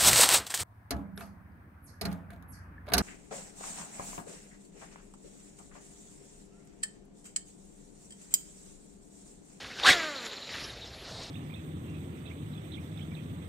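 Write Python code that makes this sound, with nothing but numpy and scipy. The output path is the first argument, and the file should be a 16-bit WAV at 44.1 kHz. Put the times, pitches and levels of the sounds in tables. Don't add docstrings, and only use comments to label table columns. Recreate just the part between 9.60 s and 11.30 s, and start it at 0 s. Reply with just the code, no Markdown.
import sys
import numpy as np
from scipy import signal
from scipy.io import wavfile

SR = 44100
rng = np.random.default_rng(int(sys.argv[2]) if len(sys.argv) > 2 else 0)


def persist_wave(psi):
    counts = np.round(np.clip(psi, -1, 1) * 32767).astype(np.int16)
    wavfile.write(sys.argv[1], SR, np.atleast_2d(counts).T)


N = 74970
TIME = np.arange(N) / SR

# (frequency [Hz], level [dB])
AIR_COLOUR = [(30, -15), (210, 3), (650, 1), (1100, -9.5), (2500, -7), (4000, -3), (5500, -9.5),
              (7200, -14), (9500, -54), (12500, -17.5), (14500, -50)]
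AIR_DB = -49
# (time [s], level [dB])
BREEZE_LEVEL = [(0, -51.5), (.15, -68), (.28, -52), (.4, -70), (.75, -75), (.9, -58.5), (1.15, -51),
                (1.46, -54), (1.57, -46), (1.7, -56)]
# (frequency [Hz], level [dB])
BREEZE_COLOUR = [(25, -17.5), (55, 8.5), (160, 1), (400, -29), (1500, -65)]

# (start [s], length [s], peak level [dB])
BUZZES = [(.64, .058, -58.5), (0.989, 0.15, -60.5), (1.32, .14, -65)]
BUZZ_HZ, BUZZ_WIDTH_HZ = 11150, 280

# (middle time [s], middle pitch [Hz], peak level [dB])
CHIRPS = [(.585, 4140, -43.5), (.775, 4150, -44.5), (.827, 3870, -42.5), (.852, 4150, -47),
          (.932, 3920, -46), (1.033, 4650, -48), (1.048, 5550, -48), (1.104, 3820, -44),
          (1.221, 3830, -45.5), (1.24, 3790, -44.5)]
CHIRP_S, CHIRP_FALL_HZ_PER_S, CHIRP_WAVER_HZ = 0.029, 30000, 90
CHORUS_HZ, CHORUS_WIDTH_HZ, CHORUS_DB, CHORUS_FLUTTER_DB = 4024, 730, -49.5, 2.1
CHORUS_S, CHORUS_SPREAD_S = 0.74, 0.32

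# (time [s], level [dB])
RUSTLE_LEVEL = [(0, -47), (.045, -44), (.15, -50.5), (.2, -38.5), (.3, -40), (.86, -55.5), (.92, -41.5),
                (.98, -40.5), (1.09, -45.5), (1.14, -52.5), (1.42, -56.5), (1.485, -47), (1.56, -54.5),
                (1.62, -47.5), (1.7, -56)]
# (frequency [Hz], level [dB])
RUSTLE_COLOUR = [(120, -8.5), (270, -1.5), (700, -8), (950, -8), (1350, -3), (3000, -2.5), (5000, -7.5),
                 (8000, -22), (14000, -28)]
# (time [s], level [dB])
SLEEVE_LEVEL = [(1.36, -65), (1.45, -53.5), (1.52, -47), (1.63, -46), (1.7, -49)]
# (frequency [Hz], level [dB])
SLEEVE_COLOUR = [(100, 3), (300, -3.5), (700, 3), (1300, -13), (3000, -25), (3900, 1.5), (4800, -2),
                 (5800, -11), (8500, -15), (11000, -37), (14000, -53)]

# (time [s], strength [dB])
CLICKS = [(.045, -27.5), (.199, -18), (.2535, -21), (.667, -24.5), (.7325, -31), (.783, -31), (.892, -28),
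          (.984, -26)]
# (frequency [Hz], strength before softening [dB], t60 [s])
REEL_MODES = [(1300, -13.5, 0.015), (2030, -10, 0.012), (2500, 0.5, 0.0028), (3590, -1.5, 0.0067),
              (7160, -17, 0.0038)]
CONTACT_HZ, MODE_SPREAD_DB = 3600, 1

# (time [s], level [dB])
RASP_LEVEL = [(.22, -67), (.236, -29.5), (.28, -34), (.299, -23.5), (.313, -29), (.336, -24.5), (.37, -77)]
# (frequency [Hz], relative level [dB], t60 [s])
GUIDE_MODES = [(3450, -0.5, 0.015), (3790, 0.5, 0.02), (4550, 0.5, 0.0043)]
RASP_PER_S, RASP_SPREAD_DB = 2400, 2

# (time [s], level [dB])
LINE_LEVEL = [(.22, -54), (.3, -24.5), (.385, -36), (.425, -36), (.5, -43.5), (.62, -48), (.665, -38),
              (.69, -54.5), (.735, -41.5), (.77, -55), (.9, -50), (1.3, -89)]
# (frequency [Hz], level [dB])
LINE_COLOUR = [(150, -20), (300, -1), (600, 2), (900, -7), (1700, 4), (2700, -1), (3800, 3), (5500, -10),
               (7000, -7), (9000, -44), (12000, -8), (15000, -55)]
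LINE_THROB = 0.35
LINE_RING_HZ, LINE_RING_WIDTH_HZ = 7070, 530
LINE_RING_DB, LINE_RING_FOLLOWS = -32.5, 0.52

# (time [s], rate [turns per second])
SPOOL_RATE = [(.26, 392), (.335, 357), (.39, 334), (.435, 316), (.495, 302), (.56, 268), (.62, 239),
              (.69, 213), (.8, 187), (.95, 150)]
# (time [s], level [dB])
SPOOL_LEVEL = [(.235, -67), (.28, -32.5), (.4, -36.5), (.48, -37.5), (.57, -42), (.65, -45.5), (.77, -50),
               (.86, -72)]
# (level before body, flutter and dulling [dB])
WHIR_ORDERS = [-11.5, -5, -16, -8.5, -5, -8, -7]
WHIR_LOW_HZ, WHIR_TOP_HZ = 230, 2170
WHIR_WOBBLE = .0055
WHIR_FLUTTER_DB, WHIR_DULLING_DB = 4, 11

# (time [s], level [dB])
SWING_LEVEL = [(.17, -86), (.228, -41), (.244, -28.5), (.256, -19.5), (.272, -17), (.286, -17.5),
               (.301, -16), (.311, -21.5), (.333, -27.5), (.35, -37), (.42, -69)]
# (time [s], pitch [Hz])
EDDY_PITCH = [(.243, 882), (.256, 1138), (.271, 1679), (.287, 1644), (.301, 1972), (.321, 2122),
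              (.345, 1832)]
# (multiple of that pitch, width [Hz], level [dB])
EDDIES = [(1, 340, -1.3), (2, 440, -11)]
# (frequency [Hz], width [Hz], level [dB])
SWISH_BANDS = [(761.6, 26, -16), (1144, 57, -18.5), (1497, 78, -15.5), (1738, 76, -22)]
# (frequency [Hz], level [dB])
RUSH_COLOUR = [(130, -32), (450, -9), (900, -6.5), (1500, -2.5), (2500, 0), (4000, 0), (5200, -6),
               (7500, -6), (9500, -24), (12000, -6), (14000, -35)]
RUSH_DB, RUSH_PATCHY_DB = -2, 2
TREBLE_HZ, TREBLE_DB_PER_OCTAVE = 2500, 6
PUFF_S, PUFF_WIDTH_S, PUFF_HZ, PUFF_BAND_HZ, PUFF_DB = 0.296, 0.013, 215, 170, -34.5

SPLIT_HZ = 11730
SPLIT_DB, TOP_LOSS_DB = -7.5, -11
OVERLOAD = .7
CUTOFF_HZ = 15400


def from_db(db):
    return 10 ** (np.asarray(db) / 20)


def rms_one(x):
    return x / np.sqrt(np.mean(x ** 2) + 1e-20)


def in_time(rows):
    s, values = np.transpose(rows)
    return np.interp(TIME, s, values)


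def bell(middle_s, spread_s):
    return np.exp(-.5 * ((TIME - middle_s) / spread_s) ** 2)


def drift(rate_hz):
    r = np.exp(-2 * np.pi * rate_hz / SR)
    smooth = signal.lfilter([1], [1, -2 * r, r * r], rng.standard_normal(2 * N))
    return rms_one(smooth[N:])


def filtered(x, hz, kind, order=2):
    return signal.sosfilt(signal.butter(order, hz, kind, fs=SR, output="sos"), x)


def narrow_noise(hz, width_hz):
    a, b = filtered(rng.standard_normal((2, N)), width_hz / 2, "low")
    phase = 2 * np.pi * np.cumsum(hz + np.zeros(N)) / SR
    return rms_one(a * np.cos(phase) + b * np.sin(phase))


def coloured_noise(colour, patchy_db):
    edges = 22 * 2 ** (np.arange(30) / 3)
    hz, db = np.transpose(colour)
    white, out = rng.standard_normal((2, N)), 0
    for k, (low, high) in enumerate(zip(edges, edges[1:])):
        band = filtered(white[k % 2], [low, high], "band")
        band_db = np.interp(np.log(low * high) / 2, np.log(hz), db)
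        out = out + band * from_db(band_db + patchy_db * drift(24.8))
    return rms_one(out)


def ring(hits, hz, t60):
    r = np.exp(-np.log(1000) / (t60 * SR))
    w = 2 * np.pi * hz / SR
    return signal.lfilter([0, np.sin(w)], [1, -2 * r * np.cos(w), r * r], hits + 1e-18)


def chatter(modes, per_s, spread_db):
    sizes = from_db(spread_db * np.minimum(rng.exponential(1, N), 3))
    signs = rng.choice([-1, 1], N)
    hits = sizes * signs * (rng.random(N) < per_s / SR)
    out = 0
    for k, (hz, db, t60) in enumerate(modes):
        out = out + from_db(db) * (-1) ** k * ring(hits, hz, t60)
    return rms_one(out)


def open_air():
    return from_db(AIR_DB) * coloured_noise(AIR_COLOUR, patchy_db=2.9)


def breeze():
    return from_db(in_time(BREEZE_LEVEL)) * coloured_noise(BREEZE_COLOUR, patchy_db=2)


def insect():
    level = 0
    for s, length, db in BUZZES:
        progress = np.clip((TIME - s) / length, 0, 1)
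        level = level + from_db(db) * np.sqrt(np.abs(np.sin(np.pi * progress)))
    return level * narrow_noise(BUZZ_HZ, BUZZ_WIDTH_HZ)


def flock():
    level = from_db(CHORUS_DB + CHORUS_FLUTTER_DB * drift(32))
    return level * bell(CHORUS_S, CHORUS_SPREAD_S) * narrow_noise(CHORUS_HZ, CHORUS_WIDTH_HZ)


def chirps():
    out, waver = 0, CHIRP_WAVER_HZ * drift(280)
    for s, hz, db in CHIRPS:
        t = np.clip(TIME - s, -CHIRP_S / 2, CHIRP_S / 2)
        phase = 2 * np.pi * np.cumsum(hz - CHIRP_FALL_HZ_PER_S * t + waver) / SR
        envelope = np.cos(np.pi * t / CHIRP_S) ** 2
        out = out + from_db(db) * envelope * np.sqrt(2) * np.sin(phase)
    return out


def rustle():
    return from_db(in_time(RUSTLE_LEVEL)) * coloured_noise(RUSTLE_COLOUR, patchy_db=3.5)


def sleeve():
    return from_db(in_time(SLEEVE_LEVEL)) * coloured_noise(SLEEVE_COLOUR, patchy_db=1)


def clicks():
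    out = 0
    for s, db in CLICKS:
        hit = filtered(1. * (np.arange(N) == int(s * SR)), CONTACT_HZ, "low")
        for k, (hz, mode_db, t60) in enumerate(REEL_MODES):
            strength = from_db(db + mode_db + MODE_SPREAD_DB * rng.standard_normal())
            out = out + strength * (-1) ** k * ring(hit, hz, t60)
    return out


def rasp():
    return from_db(in_time(RASP_LEVEL)) * chatter(GUIDE_MODES, RASP_PER_S, RASP_SPREAD_DB)


def line(turn):
    db = in_time(LINE_LEVEL)
    hiss = coloured_noise(LINE_COLOUR, patchy_db=2) * (1 + LINE_THROB * np.sin(turn))
    ring_level = from_db(LINE_RING_DB + LINE_RING_FOLLOWS * db) * (TIME > LINE_LEVEL[0][0])
    return from_db(db) * hiss + ring_level * narrow_noise(LINE_RING_HZ, LINE_RING_WIDTH_HZ)


def whir(rate, turn):
    out = 0
    for k, db in enumerate(WHIR_ORDERS, 1):
        top_loss = 1 + (k * rate / WHIR_TOP_HZ) ** 24
        low_loss = 1 + (WHIR_LOW_HZ / (k * rate)) ** 4
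        passed = (top_loss * low_loss) ** -.5
        change_db = WHIR_FLUTTER_DB * drift(28) + WHIR_DULLING_DB * np.log2(rate / rate.max())
        level = from_db(db + np.log10(k) * change_db)
        out = out + passed * level * np.sin(k * turn + rng.uniform(0, 2 * np.pi))
    return from_db(in_time(SPOOL_LEVEL)) * np.sqrt(2) * out


def spool_and_line():
    rate = in_time(SPOOL_RATE)
    turn = 2 * np.pi * np.cumsum(rate * (1 + WHIR_WOBBLE * drift(37.4))) / SR
    return whir(rate, turn) + line(turn)


def arm_draught():
    return from_db(PUFF_DB) * bell(PUFF_S, PUFF_WIDTH_S) * narrow_noise(PUFF_HZ, PUFF_BAND_HZ)


def rod():
    pitch = in_time(EDDY_PITCH)
    swish = from_db(RUSH_DB) * coloured_noise(RUSH_COLOUR, RUSH_PATCHY_DB)
    for multiple, width, db in EDDIES:
        swish = swish + from_db(db) * narrow_noise(multiple * pitch, width)
    for hz, width, db in SWISH_BANDS:
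        swish = swish + from_db(db) * narrow_noise(hz, width)
    body = filtered(swish, TREBLE_HZ, "low", order=1)
    treble_gain = from_db(TREBLE_DB_PER_OCTAVE * np.log2(pitch / pitch.max()))
    return from_db(in_time(SWING_LEVEL)) * (body + (swish - body) * treble_gain)


def scene():
    background = open_air() + breeze() + insect() + flock() + chirps()
    handling = rustle() + sleeve() + clicks()
    cast = rasp() + spool_and_line() + arm_draught() + rod()
    sources = background + handling + cast
    top = filtered(sources, SPLIT_HZ, "high", order=8)[::-1]
    top = filtered(top, SPLIT_HZ, "high", order=8)[::-1]
    middle = sources + (from_db(TOP_LOSS_DB) - 1) * top
    turned = np.real(signal.hilbert(top) * np.exp(2j * np.pi * drift(73)))
    side = from_db(SPLIT_DB) * turned
    return np.array([middle + side, middle - side])


def record(dry):
    rounded = dry / (1 + (dry / OVERLOAD) ** 4) ** .25
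    return signal.sosfilt(signal.cheby2(14, 60, CUTOFF_HZ, fs=SR, output="sos"), rounded)


dry = scene()
out = record(dry)
persist_wave(out)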